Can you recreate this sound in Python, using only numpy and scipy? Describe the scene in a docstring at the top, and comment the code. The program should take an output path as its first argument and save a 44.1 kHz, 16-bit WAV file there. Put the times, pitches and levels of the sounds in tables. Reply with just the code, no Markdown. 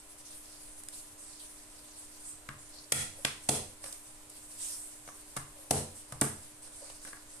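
"""A cook crushes garlic and lemongrass under the flat of a knife on a wooden board, over faint hum and hiss.
First hands rustle and the blade taps lightly. From 2.9 s the palm smacks the blade three times: board and
counter boom, the kitchen rings, a limiter holds each smack down. Taps, scrapes and rustling lead to two
more smacks at 5.7 and 6.2 s, and carry on to the end."""
import sys
import numpy as np
from scipy import signal
from scipy.fft import rfft, irfft
from scipy.io import wavfile
from scipy.ndimage import uniform_filter1d, minimum_filter1d

SR = 44100
rng = np.random.default_rng(int(sys.argv[2]) if len(sys.argv) > 2 else 0)


def master(y):
    """Save y as 16-bit WAV."""
    cut = np.clip(np.atleast_2d(y).T, -1, 1)
    pcm = np.round(cut * 32767)  # scale
    wavfile.write(sys.argv[1], SR, pcm.astype(np.int16))


N = 326340
TIME = np.arange(N) / SR


# palm on blade, blade on board; where the palm lands sets the blade's pitch and ring:
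# start_s, force_db, rise_s, thud_db, body_db, knock_db, clack_db, clank_db, steel_db, pitch_ratio, ring_0_1
SMACKS = [(2.9192, -7, 0.0041, 8.5, 1.5, 2, -7.5, -6.5, 5, 0.98, 0.85),
          (3.247, -7.5, 0.0037, -4, -8.5, -9, -3, -3, -10, 1.036, 0.2),
          (3.4872, -7, .0046, 9, 8, 7.5, 0, -9.5, 2, 1, 0.34),
          (5.7070, -9.5, 0.0043, 16, 12, 13, 4.5, 0, 4, 1.2, 0.02),
          (6.2112, -21.5, .00267, 7.5, 5, 8, 15, -20, 15, .88, 0.1),
          (6.2135, -17.5, 0.0048, 18, 16, 8.5, 10.5, 9.5, -7, .88, 0.04)]
def palm_smacks():
    """Five hard blows on the flat of the knife; the last lands as a double contact."""
    return impacts(SMACKS, room_db=-6.5)


# light contacts: start_s, force_db, rise_s, thud_db, body_db, knock_db, clack_db, clank_db, steel_db
TAPS = [(0.835, -47, 0.0016, -23, -22, -26, -20, -12, 13),
        (0.8857, -34.5, 0.0011, -17, -26, -26, -14, -4, 8.5),
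        (2.4869, -30.5, 0.003, 16.5, 0, -5, 9.5, 8, -10), (3.8375, -36.5, 0.0044, 6, 3, 6, -1, 3, 1),
        (3.858, -39, 0.004, -10, -3, 1, 5, 4, -2), (3.924, -37, 0.0035, -19, -17, -16, -23, -28, 6),
        (4.295, -52, 0.005, 3, 1, 4, -5, -11, 14), (5.075, -42, 0.0031, 11, 0, 7, 11, 7, -1),
        (5.086, -44.5, 0.0029, -2, 0, 12, 17.5, 11, -7), (5.3624, -32.5, 0.0052, 17.5, 6, 7, 12, -0.5, 6),
        (5.3695, -33, 0.0049, 15, 3, 3.5, 11.5, 8.5, -1.5), (6.1201, -39, 0.0045, 25, -1, 13, 13, 5, 4.5),
        (6.897, -39.5, 0.004, 8.5, 1, 4, 2, -12, -2), (7.0479, -45, 0.0029, 10, 13, -3, 3, 17.5, 10),
        (7.0711, -45.5, 0.0045, 4, 6, 8, 6, 14, 4), (7.081, -47.5, 0.0045, 2, 10, 3, 5, 6, 0),
        (7.1285, -47.5, 0.00356, 11, 9, 8, 12, 22, 1), (7.168, -53, 0.00355, -10, -2, 8, 14, 16, -4)]
def light_taps(pitch_ratio=0.83, ring=0.4):
    """Blade, stalks and fingers touch down, with no palm to tense the blade."""
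    return impacts([(*row, pitch_ratio, ring) for row in TAPS], room_db=-4.5)


def impacts(rows, room_db, ragged_share=0.55):
    """Contacts heard directly, through the board and off the walls, which partly even out the crunch."""
    push, crunch, spill = contacts(rows)
    room = np.sqrt(ragged_share) * kitchen(crunch) + np.sqrt(1 - ragged_share) * kitchen(spill)
    return crunch + board(push) + amp(room_db) * room


# base spectrum of every contact: freq_hz, level_db
CONTACT_COLOUR = [(30, -36.5), (100, -10), (4500, -3.5), (7200, -3), (8600, 3), (10500, -2), (12000, -11.5),
                  (14000, -18), (15500, -23.5)]
# bending modes of the free blade: pitch_hz, half_width_hz, boost_db
BLADE_MODES = [(1380, 196, 18.5), (1920, 193, 16.5), (2440, 410, 13), (3420, 130, 15), (4370, 300, 4.5),
               (6310, 170, 5.5), (7300, 296, 2)]
def contacts(rows, size=4096):
    """Each contact pushes the board, crunches briefly at the blade and spills sound in all directions."""
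    hz = np.fft.rfftfreq(size, 1 / SR)
    push, crunch, spill = np.zeros(N), np.zeros((2, N)), np.zeros((1, N))
    for start_s, force_db, rise_s, thud, body, knock, clack, clank, steel, pitch_ratio, ring in rows:
        modes_db = sum(db * np.exp(-((hz / pitch_ratio - mode_hz) / width_hz) ** 2)
                       for mode_hz, width_hz, db in BLADE_MODES)
        colour_hz_db = [(140, thud), (328, body), (520, knock), (806, knock),
                        (1060, clack), (1650, clank), (3100, 0), (8300, steel)]
        spectrum_db = curve(colour_hz_db, hz) + curve(CONTACT_COLOUR, hz) + ring * modes_db
        click = amp(force_db) * min_phase(spectrum_db)
        add(crunch, start_s, signal.fftconvolve(crush(rise_s, size), click[None], axes=1))
        add(push, start_s + rise_s, click)
        add(spill, start_s + rise_s, np.sqrt(rise_s * SR) * click)
    return push, crunch, spill


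def crush(rise_s, size, smoothing_ratio=0.15):
    """A burst of tiny fractures: ragged in fine detail, even in strength from bass to treble."""
    hz = np.fft.rfftfreq(size, 1 / SR)
    age = TIME[:size] / rise_s
    burst = noise_pair(size, directness=2.5) * (age * np.exp(1 - age)) ** 4
    power = (abs(rfft(burst)) ** 2).mean(0)
    cumulative = np.cumsum(power / power.mean()) * hz[1]
    reach_hz = smoothing_ratio * hz + hz[1]
    band_power = np.interp(hz + reach_hz, hz, cumulative) - np.interp(hz - reach_hz, hz, cumulative)
    whitener = min_phase(-10 * np.log10(band_power / (2 * reach_hz)))
    return signal.fftconvolve(burst, whitener[None], axes=1)[:, :size]


# modes of the board on the counter: pitch_hz, relative_db, t60_before_damping_s
BOARD_MODES = [(88.7, -3, 0.95), (141, 5, 0.48), (221.2, -2, 0.71), (291.4, 6.5, 0.23), (320, 9, 0.17),
               (435, 1, 0.45), (498, -3.5, 0.67), (523, 16.5, 0.05), (620, 21, 0.033), (714, 6, 0.25),
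               (840, 2, 0.048), (810, -14, 0.39), (864, -3, 0.39)]
def board(push, ring_db=-28.5, damping=1.48, shove_db=-19.0, shove_samples=45):
    """The board gives one short shove of air, then rings with the counter in its low modes."""
    t = TIME[:SR]
    response = amp(ring_db) * sum(amp(db - 60 * damping * t / t60_s) * np.sin(2 * np.pi * hz * t)
                                  for hz, db, t60_s in BOARD_MODES)
    add(response, 0, amp(shove_db) * np.hanning(shove_samples))
    return signal.fftconvolve(push, response)[:N]


# spectrum of the reflections, with a steep treble cut above 14 kHz: freq_hz, relative_db
TAIL_COLOUR = [(80, 8.5), (190, -4.5), (300, -0.5), (700, 1), (2000, -5), (4500, -7), (9000, -4),
               (14000, -2.5), (14700, -37)]
# room decay: freq_hz, t60_s
ROOM_DECAY = [(100, 0.47), (500, 0.39), (1300, 0.37), (4000, 0.46), (9000, 0.39), (14000, 0.27)]
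def kitchen(x, build_s=0.00031):
    """Dense reflections off near, hard walls; each band dies at its own speed."""
    hz, t, bands = signal.stft(noise_pair(SR, TAIL_COLOUR), SR, nperseg=256)
    decay = amp(-60 * t / curve(ROOM_DECAY, hz)[:, None])
    tail = signal.istft(bands * decay, SR, nperseg=256)[1][:, :SR]
    tail *= 1 - np.exp(-(TIME[:SR] / build_s) ** 2)
    return signal.fftconvolve(x, tail / np.linalg.norm(tail[0]), axes=1)[:, :N]


# fingers over stalks, cloth and board: start_s, length_s, level_db, fizz_before_boost_db
BRUSHES = [(0.245, 0.038, -62.5, 4), (0.29, 0.082, -58, 0.5), (0.423, 0.1, -58.5, -2.5),
           (0.586, 0.086, -56.5, -5.5), (0.673, 0.13, -54.5, -16), (0.917, 0.075, -53.5, 1),
           (1.173, 0.071, -50.5, -13), (1.244, 0.097, -52.5, -18), (1.383, 0.069, -53.5, -2.5),
           (1.477, 0.16, -54, -11), (1.648, 0.24, -56.5, -9), (1.953, 0.11, -51.5, -12),
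           (2.095, 0.16, -63.5, -1), (2.233, 0.083, -46, -17), (2.58, 0.03, -53, -31),
           (3.143, 0.13, -59, -0.5), (3.4, 0.19, -52, -10), (3.81, 0.15, -49.5, -7),
           (4.05, 0.047, -56.5, -6.5), (4.33, 0.13, -54, -7.5), (4.466, 0.48, -47.5, -7),
           (4.578, 0.16, -40, -7.5), (4.75, 0.24, -54, -7), (5.004, 0.21, -57.5, -2.5),
           (5.255, 0.12, -58, -4.5), (5.54, 0.088, -67, 6.5), (5.94, 0.064, -51, -8.5),
           (6.35, 0.14, -57, -5.5), (6.618, 0.028, -49.5, -11), (6.713, 0.21, -49, -17.5),
           (7.004, 0.095, -50.5, -10), (7.285, 0.066, -51.5, -13)]
# soft skin friction: freq_hz, relative_db
SKIN_COLOUR = [(500, -18), (1500, -13), (3000, -17.5), (5000, -8.5), (7000, -4), (8400, 8), (10000, 0),
               (12000, -30), (15000, -51)]
# dry fizz: freq_hz, relative_db
FIZZ_COLOUR = [(500, -25), (1500, -8), (3000, -3), (5000, 3.5), (7200, 4), (9000, 12), (10600, 9.5),
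               (12500, -1), (14000, -3.5), (14600, -38)]
def hands(fizz_boost_db=8.0, fidget_db=-64, fidget_swing_db=3, fidget_fizz_db=-5):
    """Skin brushes softly, fizzes on dry things, and never quite rests between strokes."""
    fidget = amp(fidget_db + fidget_swing_db * wander(rate_hz=24))
    skin_gain = strokes([row[:3] for row in BRUSHES], release_db_per_s=141)
    fizz_rows = [(start_s, length_s, db + fizz_db) for start_s, length_s, db, fizz_db in BRUSHES]
    fizz_gain = np.hypot(strokes(fizz_rows, release_db_per_s=162), amp(fidget_fizz_db) * fidget)
    skin = rub(np.hypot(skin_gain, fidget), SKIN_COLOUR, grain_db=0.4, grain_hz=120, patchy_db=1.5)
    fizz = rub(fizz_gain, FIZZ_COLOUR, grain_db=0.2, grain_hz=300, patchy_db=3.5)
    return skin + amp(fizz_boost_db) * fizz


# forearm slides: start_s, length_s, level_db
REACHES = [(0.42, 0.14, -56), (1.25, .13, -55.5), (1.565, 0.042, -61), (1.735, 0.046, -62.5),
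           (1.86, 0.055, -57), (2.12, 0.084, -56.5), (2.64, 0.15, -54), (4.055, 0.036, -67),
           (6.735, 0.47, -54)]
# cloth friction: freq_hz, relative_db
CLOTH_COLOUR = [(1500, -14), (3300, -11), (4400, 2.5), (5600, 1.5), (7000, 0.5), (12000, -31), (15000, -60)]
def forearm():
    """The forearm slides over cloth, lower in pitch than the fingers."""
    gain = strokes(REACHES, release_db_per_s=102)
    return rub(gain, CLOTH_COLOUR, grain_db=2.5, grain_hz=140, patchy_db=3.5)


# blade drags: start_s, length_s, level_db
DRAGS = [(2.73, 0.075, -61.5), (3.16, 0.06, -59), (3.835, 0.043, -54), (5.55, 0.067, -60),
         (6.62, 0.08, -59), (6.79, 0.13, -60), (7.045, 0.03, -60), (7.21, 0.15, -58.5)]
# steel on wood: freq_hz, relative_db
SCRAPE_COLOUR = [(300, -17), (450, -8), (560, 8.5), (700, -3), (900, -4), (1700, -11), (3000, -22),
                 (8000, -44)]
def blade_scrapes():
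    """The blade drags over the wood with a low rasp."""
    gain = strokes(DRAGS, release_db_per_s=171)
    return rub(gain, SCRAPE_COLOUR, grain_db=2, grain_hz=80, patchy_db=4.5)


def strokes(rows, release_db_per_s, rise_share=0.42, sag_db_per_s=20):
    """Joint gain of sliding movements: each gathers speed, eases, and fades once the hand stops."""
    power = np.zeros(N)
    for start_s, length_s, level_db in rows:
        t = TIME - start_s
        swell = np.sin(np.pi / 2 * np.clip(t / (rise_share * length_s), 0, 1))
        sag_db = sag_db_per_s * np.clip(t, 0, length_s)
        release_db = release_db_per_s * np.clip(t - length_s, 0, 1)
        power += (swell * amp(level_db - sag_db - release_db)) ** 2
    return np.sqrt(power)


def rub(gain, colour, grain_db, grain_hz, patchy_db):
    """Friction: a fizz of tiny slips that clump as the surfaces catch."""
    slips = patchy(noise_pair(N, colour), patchy_db)
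    clumps = amp(grain_db * wander(grain_hz))
    return gain * unit_rms(slips * clumps)


def patchy(x, depth_db, patch_bins=9, patch_frames=27):
    """Random patches of the spectrum swell and fade, making the rub uneven."""
    bands = signal.stft(x, nperseg=256)[2]
    patches = uniform_filter1d(rng.standard_normal(bands.shape[1:]), patch_bins, axis=0)
    patches = uniform_filter1d(patches, patch_frames, axis=1)
    return signal.istft(bands * amp(depth_db * unit_rms(patches)), nperseg=256)[1][:, :N]


# hiss and rumble spectrum: freq_hz, relative_db
HISS_COLOUR = [(20, 8), (40, -0.5), (72, -9), (120, -4), (178, -19.5), (300, -10.5), (360, -16.5),
               (600, -8.5), (850, -12), (3100, -17.5), (5850, -20), (8620, -10.5), (12400, -21),
               (14200, -32), (14700, -66)]
# appliance tones: pitch_hz, level_db
HUM_TONES = [(236.9, -78), (301.5, -65.5), (398.4, -74.5), (602.9, -76.5), (1001, -76)]
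def background(hiss_db=-55, waver_rad=0.31, flutter_depth=0.037):
    """The wavering hum of an appliance over steady hiss and rumble."""
    hum = np.zeros(N)
    for pitch_hz, level_db in HUM_TONES:
        tone = np.sqrt(2) * np.sin(2 * np.pi * pitch_hz * TIME + waver_rad * wander(rate_hz=5.1))
        hum += amp(level_db) * tone * (1 + flutter_depth * wander(rate_hz=20))
    return hum + amp(hiss_db) * noise_pair(N, HISS_COLOUR)


# left-right likeness: freq_hz, coherence_0_1
COHERENCE = [(60, 0.95), (300, 0.87), (640, 0.27), (1400, 0.18), (3000, 0.016)]
def noise_pair(size, colour=None, directness=1):
    """Noise at two microphones: alike in the bass, and further up the more directly it arrives."""
    hz = np.fft.rfftfreq(size, 1 / SR)
    left, independent = rfft(rng.standard_normal((2, size)))
    coherence = curve(COHERENCE, hz / directness)
    spectra = np.array([left, coherence * left + np.sqrt(1 - coherence ** 2) * independent])
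    if colour is not None:
        spectra *= amp(curve(colour, hz))
    return unit_rms(irfft(spectra, size))


def wander(rate_hz):
    """Smooth random motion, rms 1."""
    hz = np.fft.rfftfreq(N, 1 / SR)
    return unit_rms(irfft(rfft(rng.standard_normal(N)) * np.exp(-(hz / rate_hz) ** 2), N))


def min_phase(gain_db):
    """The minimum-phase click with this spectrum."""
    log_gain = np.log(amp(np.r_[gain_db, gain_db[-2:0:-1]]))
    return np.fft.ifft(np.exp(np.conj(signal.hilbert(log_gain)))).real


def amp(db):
    """Decibels to gain."""
    return 10 ** (np.asarray(db) / 20)


def unit_rms(x):
    """Scales to rms 1."""
    return x / np.sqrt(np.mean(x ** 2) + 1e-20)


def curve(points, hz):
    """Interpolates a table over log frequency."""
    points_hz, values = np.transpose(points)
    return np.interp(np.log(hz + 1), np.log(points_hz + 1), values)


def add(mix, start_s, sound):
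    """Mixes a sound in at start_s."""
    part = mix[..., round(start_s * SR):][..., :sound.shape[-1]]
    part += sound[..., :part.shape[-1]]


def scene():
    """Knife work and handling over the quiet of the kitchen."""
    sliding = blade_scrapes() + forearm()
    return palm_smacks() + light_taps() + hands() + sliding + background()


def limiter(x, ceiling_db, recovery_db_per_s=150, window_samples=101):
    """Ducks ahead of each peak, then recovers about as fast as the room decays, flattening the tail."""
    over_db = np.maximum(20 * np.log10(abs(x).max(0) + 1e-9) - ceiling_db, 0)
    held_db = -minimum_filter1d(-over_db, window_samples)
    recovery_db = TIME * recovery_db_per_s
    duck_db = np.maximum.accumulate(held_db + recovery_db) - recovery_db
    return x * amp(-uniform_filter1d(duck_db, window_samples))


# microphone mismatch: freq_hz, left_minus_right_db
MIC_BALANCE = [(100, -0.5), (600, 0.5), (2400, -0.5), (4400, 0), (8500, -5.5), (11000, 8), (13500, 0.5)]
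def record(dry, soft_clip_db=-2, cutoff_hz=15600):
    """Two unequal microphones, the limiter, rounded peaks and a low-pass."""
    tilt_db = curve(MIC_BALANCE, np.fft.rfftfreq(N, 1 / SR)) / 2
    mics = irfft(rfft(dry) * amp([tilt_db, -tilt_db]), N)
    limited = limiter(mics, ceiling_db=-9.5)
    rounded = limited / (1 + (limited / amp(soft_clip_db)) ** 8) ** (1 / 8)
    low_pass = signal.firwin(255, cutoff_hz, window=("kaiser", 9), fs=SR)
    return signal.oaconvolve(rounded, low_pass[None], "same")


dry = scene()
out = record(dry)
master(out)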